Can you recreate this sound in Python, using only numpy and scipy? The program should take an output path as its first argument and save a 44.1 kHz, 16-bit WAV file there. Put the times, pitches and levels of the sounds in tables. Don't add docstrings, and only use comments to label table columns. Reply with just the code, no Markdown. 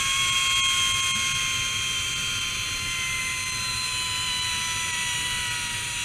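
import sys
import numpy as np
from scipy.fft import rfft, irfft, next_fast_len
from scipy.io import wavfile
from scipy.ndimage import map_coordinates

SR = 44100
rng = np.random.default_rng(int(sys.argv[2]) if len(sys.argv) > 2 else 0)


def file_out(sig):
    cols = np.atleast_2d(sig).T
    lim = np.clip(cols, -1, 1)
    pcm = np.round(lim * 32767).astype(np.int16)
    wavfile.write(sys.argv[1], SR, pcm)


N = 266364

# t/s, f/Hz
STRAND_RATE = [(0, 1083.3), (0.2, 1086.9), (0.81, 1071.7), (1.31, 1069.9), (1.55, 1053.9), (1.8, 1068.1),
               (1.98, 1049.0), (2.32, 1057.6), (2.42, 1045.2), (3.12, 1036.2), (3.65, 1023.5),
               (3.72, 1011.7), (3.8, 1024.2), (4.16, 1005.4), (4.23, 1012.3), (4.3, 1001.3), (4.62, 993.0),
               (4.86, 995.4), (4.93, 980.4), (5, 984.1), (5.16, 972.0), (5.22, 983.7), (5.4, 981.4),
               (5.68, 960.6), (6.04, 962.1)]
# level away from resonance/dB, flutter/dB
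HARMONICS = [(-58, .4), (-53, 1.5), (-44, 1.3), (-48, 1.4), (-55.5, 1.2), (-49.5, 1.6), (-57, 1.6),
             (-58, 1.4)]


def whine(strands, flutter_hz, phase_rough, sway, wear_db):
    # f/Hz, width/Hz, level/dB
    resonances = [(1001, 53, -39.4), (1079.8, 20, -33.9), (1967, 54, -36.3), (2064.6, 20, -33),
                  (2155, 47, -33), (2932, 27, -35), (3015, 34, -34), (3116, 22, -38), (3165, 42, -31.2),
                  (3230, 39, -26.1), (3918, 26, -41), (4017, 55, -32.8), (4078, 32, -33.4),
                  (4162, 43, -42.5), (5967, 54, -37.8), (6178, 84, -39.8), (6427, 71, -35.3),
                  (6915, 105, -40.6), (7072, 60, -41.6), (7391, 59, -45.9), (7556, 92, -39.6),
                  (8648, 47, -45)]
    centre, width, peak_db = np.transpose(resonances)
    rate_hz = glide()
    grid = np.linspace(rate_hz.min(), rate_hz.max(), 512)
    out = np.zeros(N)
    for multiple, (base_db, flutter_db) in enumerate(HARMONICS, 1):
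        response = amp(peak_db) ** 2 @ resonance_power(multiple * grid, centre, width)
        resonant_power = np.interp(rate_hz, grid, response)
        base_power = amp(base_db + wear_db * wobble(8)) ** 2
        rocking = unit(wobble(flutter_hz) + sway * wobble(11))
        jitter = phase_rough * flutter_db * wobble(70)
        tone = np.sqrt(2) * np.sin(2 * np.pi * multiple * strands + jitter)
        out += np.sqrt(resonant_power + base_power) * unit(amp(flutter_db * rocking)) * tone
    return out


def glide():
    t = np.arange(N) / SR
    rate_hz, = curves(STRAND_RATE)
    return np.polyval(np.polyfit(t[::441], rate_hz[::441], 2), t)


def speed(bounce_hz, swing_hz, crest_s):
    t = np.arange(N) / SR
    rate_hz, = curves(STRAND_RATE)
    return rate_hz + swing_hz * np.cos(2 * np.pi * bounce_hz * (t - crest_s))


def buzz(strands, spread_db, drift, count=24, size=2048):
    lay_db = [3, -4.5, 1.5, -1, -2, 0]
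    # f/Hz, relative level/dB
    tilt = [(1100, 2.5), (1500, 2.5), (2500, -1), (3500, 0.5), (5200, -1), (8500, 1), (11000, 0),
            (13000, -1)]
    orders = np.arange(7, 80)
    shape = (count, len(orders))
    level_db = np.take(lay_db, orders % len(lay_db)) + spread_db * rng.standard_normal(shape)
    phase = rng.uniform(0, 2 * np.pi, len(orders)) + drift * np.cumsum(rng.standard_normal(shape), axis=0)
    between = ~np.isin(orders / len(lay_db), 1 + np.arange(len(HARMONICS)))
    spectra = np.zeros((count, size // 2 + 1), complex)
    spectra[:, orders] = between * amp(level_db) * np.exp(1j * phase)
    twist = strands / len(lay_db) % 1
    position = [np.linspace(0, count - 1, N), twist * size]
    profile = map_coordinates(irfft(spectra), position, order=1, mode="grid-wrap")
    return unit(filtered(profile, lambda hz: amp(along(tilt, hz))))


def rasp(strands, bite):
    return unit(rng.standard_normal(N) * (1 + bite * np.cos(2 * np.pi * strands)))


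def trolley(drive, cutoff_hz):
    # f/Hz, width/Hz, relative level/dB with the head upright, aside, leaning back
    modes = [(1405, 348, -9, -9, -10), (1650, 26, -5, -43, -20), (1943, 263, -10.5, -13.5, -8),
             (2365, 207, -5, -3, -8.5), (2584, 373, -1.5, -2, -1.5), (3265, 383, -4, -6.5, -4.5),
             (4095, 260, -6.5, -10, -6.5), (4582, 267, -15.5, -12.5, -16), (5110, 350, -13, -27, -22),
             (6090, 503, -6.5, -7.5, -10), (6490, 289, -6.5, -6, -13.5), (6976, 210, -8.5, -17, -8.5),
             (7630, 490, -6, -18, -17.5), (7870, 600, -43, -16.5, -14.5), (8920, 650, -7.5, -30, -11),
             (9250, 440, -47, -14, -10.5), (9900, 260, -22, -22, -41), (10530, 980, -20.5, -22, -18),
             (12180, 660, -20.5, -26.5, -23), (13338, 740, -47, -29, -28), (14380, 2000, -36, -31, -36)]
    # t/s, pose (0 upright, 1 aside, 2 leaning back)
    head = [(0, .27), (1.1, .12), (1.4, .56), (1.7, .75), (2.2, .72), (2.55, 1), (3.2, 2), (6.04, 1.95)]
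    pose, = curves(head)
    centre, width, *poses = np.transpose(modes)
    grid = np.linspace(0, SR / 2, 2048)
    shapes = resonance_power(grid, centre, width)
    radiated = 1 - 1 / (1 + (grid / cutoff_hz) ** 10)
    out = np.zeros(N)
    for k, mode_db in enumerate(poses):
        gain = np.sqrt(amp(mode_db) ** 2 @ shapes) * radiated
        share = np.clip(1 - abs(pose - k), 0, 1)
        out += share * unit(filtered(drive, lambda hz: np.interp(hz, grid, gain)))
    return out


def wind(pace, rumble_db, gust_db, rush_db):
    # f/Hz, relative level/dB
    spectrum = [(12, -28), (24, -5.5), (40, -3.5), (70, -4.5), (90, -1), (106, 2), (135, -4.5), (200, -10),
                (300, -16.5), (540, -19.5), (740, -30.5), (900, -27), (1200, -46), (2000, -120)]
    rumble = unit(filtered(rng.standard_normal(N), lambda hz: amp(along(spectrum, hz))))
    rush = unit(filtered(rng.standard_normal(N), lambda hz: 1 / (1 + (hz / 1800) ** 2)))
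    gusts = amp(gust_db * wobble(16))
    return amp(rumble_db) * pace * unit(rumble * gusts) + amp(rush_db) * rush


def skipping(hiss, half_width_s, widen_s_per_db):
    # t/s, level/dB
    skips = [(.313, -13), (.487, -11), (.547, -12), (.622, -28), (.677, -13), (.932, -12), (1.017, -13),
             (1.134, -28), (1.337, -14), (2.148, -12), (2.403, -8), (3.450, -10), (3.513, -10),
             (4.408, -10), (4.922, -13), (5.497, -11), (5.687, -8)]
    # f/Hz, share of the amplitude (0 to 1)
    stays = [(120, 1), (230, 0), (900, 0), (1400, .45), (1600, 0), (1900, 0), (2300, .8), (3200, .65),
             (3650, 0), (4150, .7), (4600, 0), (5500, 0), (6200, .9), (7000, .05), (7600, .75), (9100, .65),
             (9700, 0)]
    t = np.arange(N) / SR
    dip_db = sum(depth_db * np.exp(-((t - at_s) / (half_width_s + widen_s_per_db * abs(depth_db))) ** 2)
                 for at_s, depth_db in skips)
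    steady = filtered(hiss, lambda hz: np.clip(along(stays, hz), 0, 1))
    return steady + amp(dip_db) * (hiss - steady)


def hoot(rough):
    # t/s, f/Hz, level/dB
    shedding = [(1.08, 180, -80), (1.12, 189, -43), (1.15, 193, -44), (1.18, 219, -47), (1.23, 221, -51),
                (1.29, 184, -50), (1.34, 135, -42), (1.4, 115, -79)]
    hz, level_db = curves(shedding)
    phase = 2 * np.pi * np.cumsum(hz) / SR + rough * wobble(60)
    return amp(level_db) * unit(np.sin(phase) * (1 + rough * wobble(49.7)))


def resonance_power(hz, centre, width):
    detune = 2 * (hz - centre[:, None]) / width[:, None]
    return (1 + (2 ** (1 / 6) - 1) * detune ** 2) ** -6


def amp(db):
    return 10 ** (np.asarray(db) / 20)


def unit(x):
    return x / np.sqrt(np.mean(x ** 2) + 1e-20)


def along(points, hz):
    f, v = np.transpose(points)
    return np.interp(np.log(hz + 1), np.log(f + 1), v)


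def curves(rows):
    times, *columns = np.transpose(rows)
    return [np.interp(np.arange(N) / SR, times, column) for column in columns]


def wobble(rate):
    place = np.arange(N) * rate / SR
    knots, i = rng.standard_normal(4096), place.astype(int)
    ease = (1 - np.cos(np.pi * (place - i))) / 2
    return unit(knots.take(i, mode="wrap") * (1 - ease) + knots.take(i + 1, mode="wrap") * ease)


def filtered(x, response):
    size = next_fast_len(N + 8192)
    return irfft(rfft(x, size) * response(np.fft.rfftfreq(size, 1 / SR)), size)[:N]


def scene():
    # t/s, level/dB
    contact = [(0, -27), (1.3, -27.9), (1.7, -29.4), (2.3, -29.6), (2.8, -30.7), (4.1, -30.9), (5.2, -29.4),
               (6.04, -31.1)]
    contact_db, = curves(contact)
    strand_hz = speed(bounce_hz=5.19, swing_hz=1.9, crest_s=.011)
    strands = np.cumsum(strand_hz * (1 + .002 * wobble(32))) / SR
    drive = rasp(strands, bite=0.081) + amp(-5) * buzz(strands, spread_db=4, drift=.5)
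    rolling = amp(contact_db + 0.3 * wobble(45)) * trolley(drive, cutoff_hz=920)
    singing = whine(strands, flutter_hz=55, phase_rough=0.13, sway=.45, wear_db=3)
    air = wind(strand_hz / strand_hz.mean(), rumble_db=-41.1, gust_db=0.94, rush_db=-53.5)
    hiss = skipping(rolling + air, half_width_s=.003, widen_s_per_db=.00036)
    return (singing + hiss + hoot(rough=0.32))[None]


def record(dry):
    top_hz = 15280
    return np.array([filtered(channel, lambda hz: hz < top_hz) for channel in dry])


dry = scene()
out = record(dry)
file_out(out)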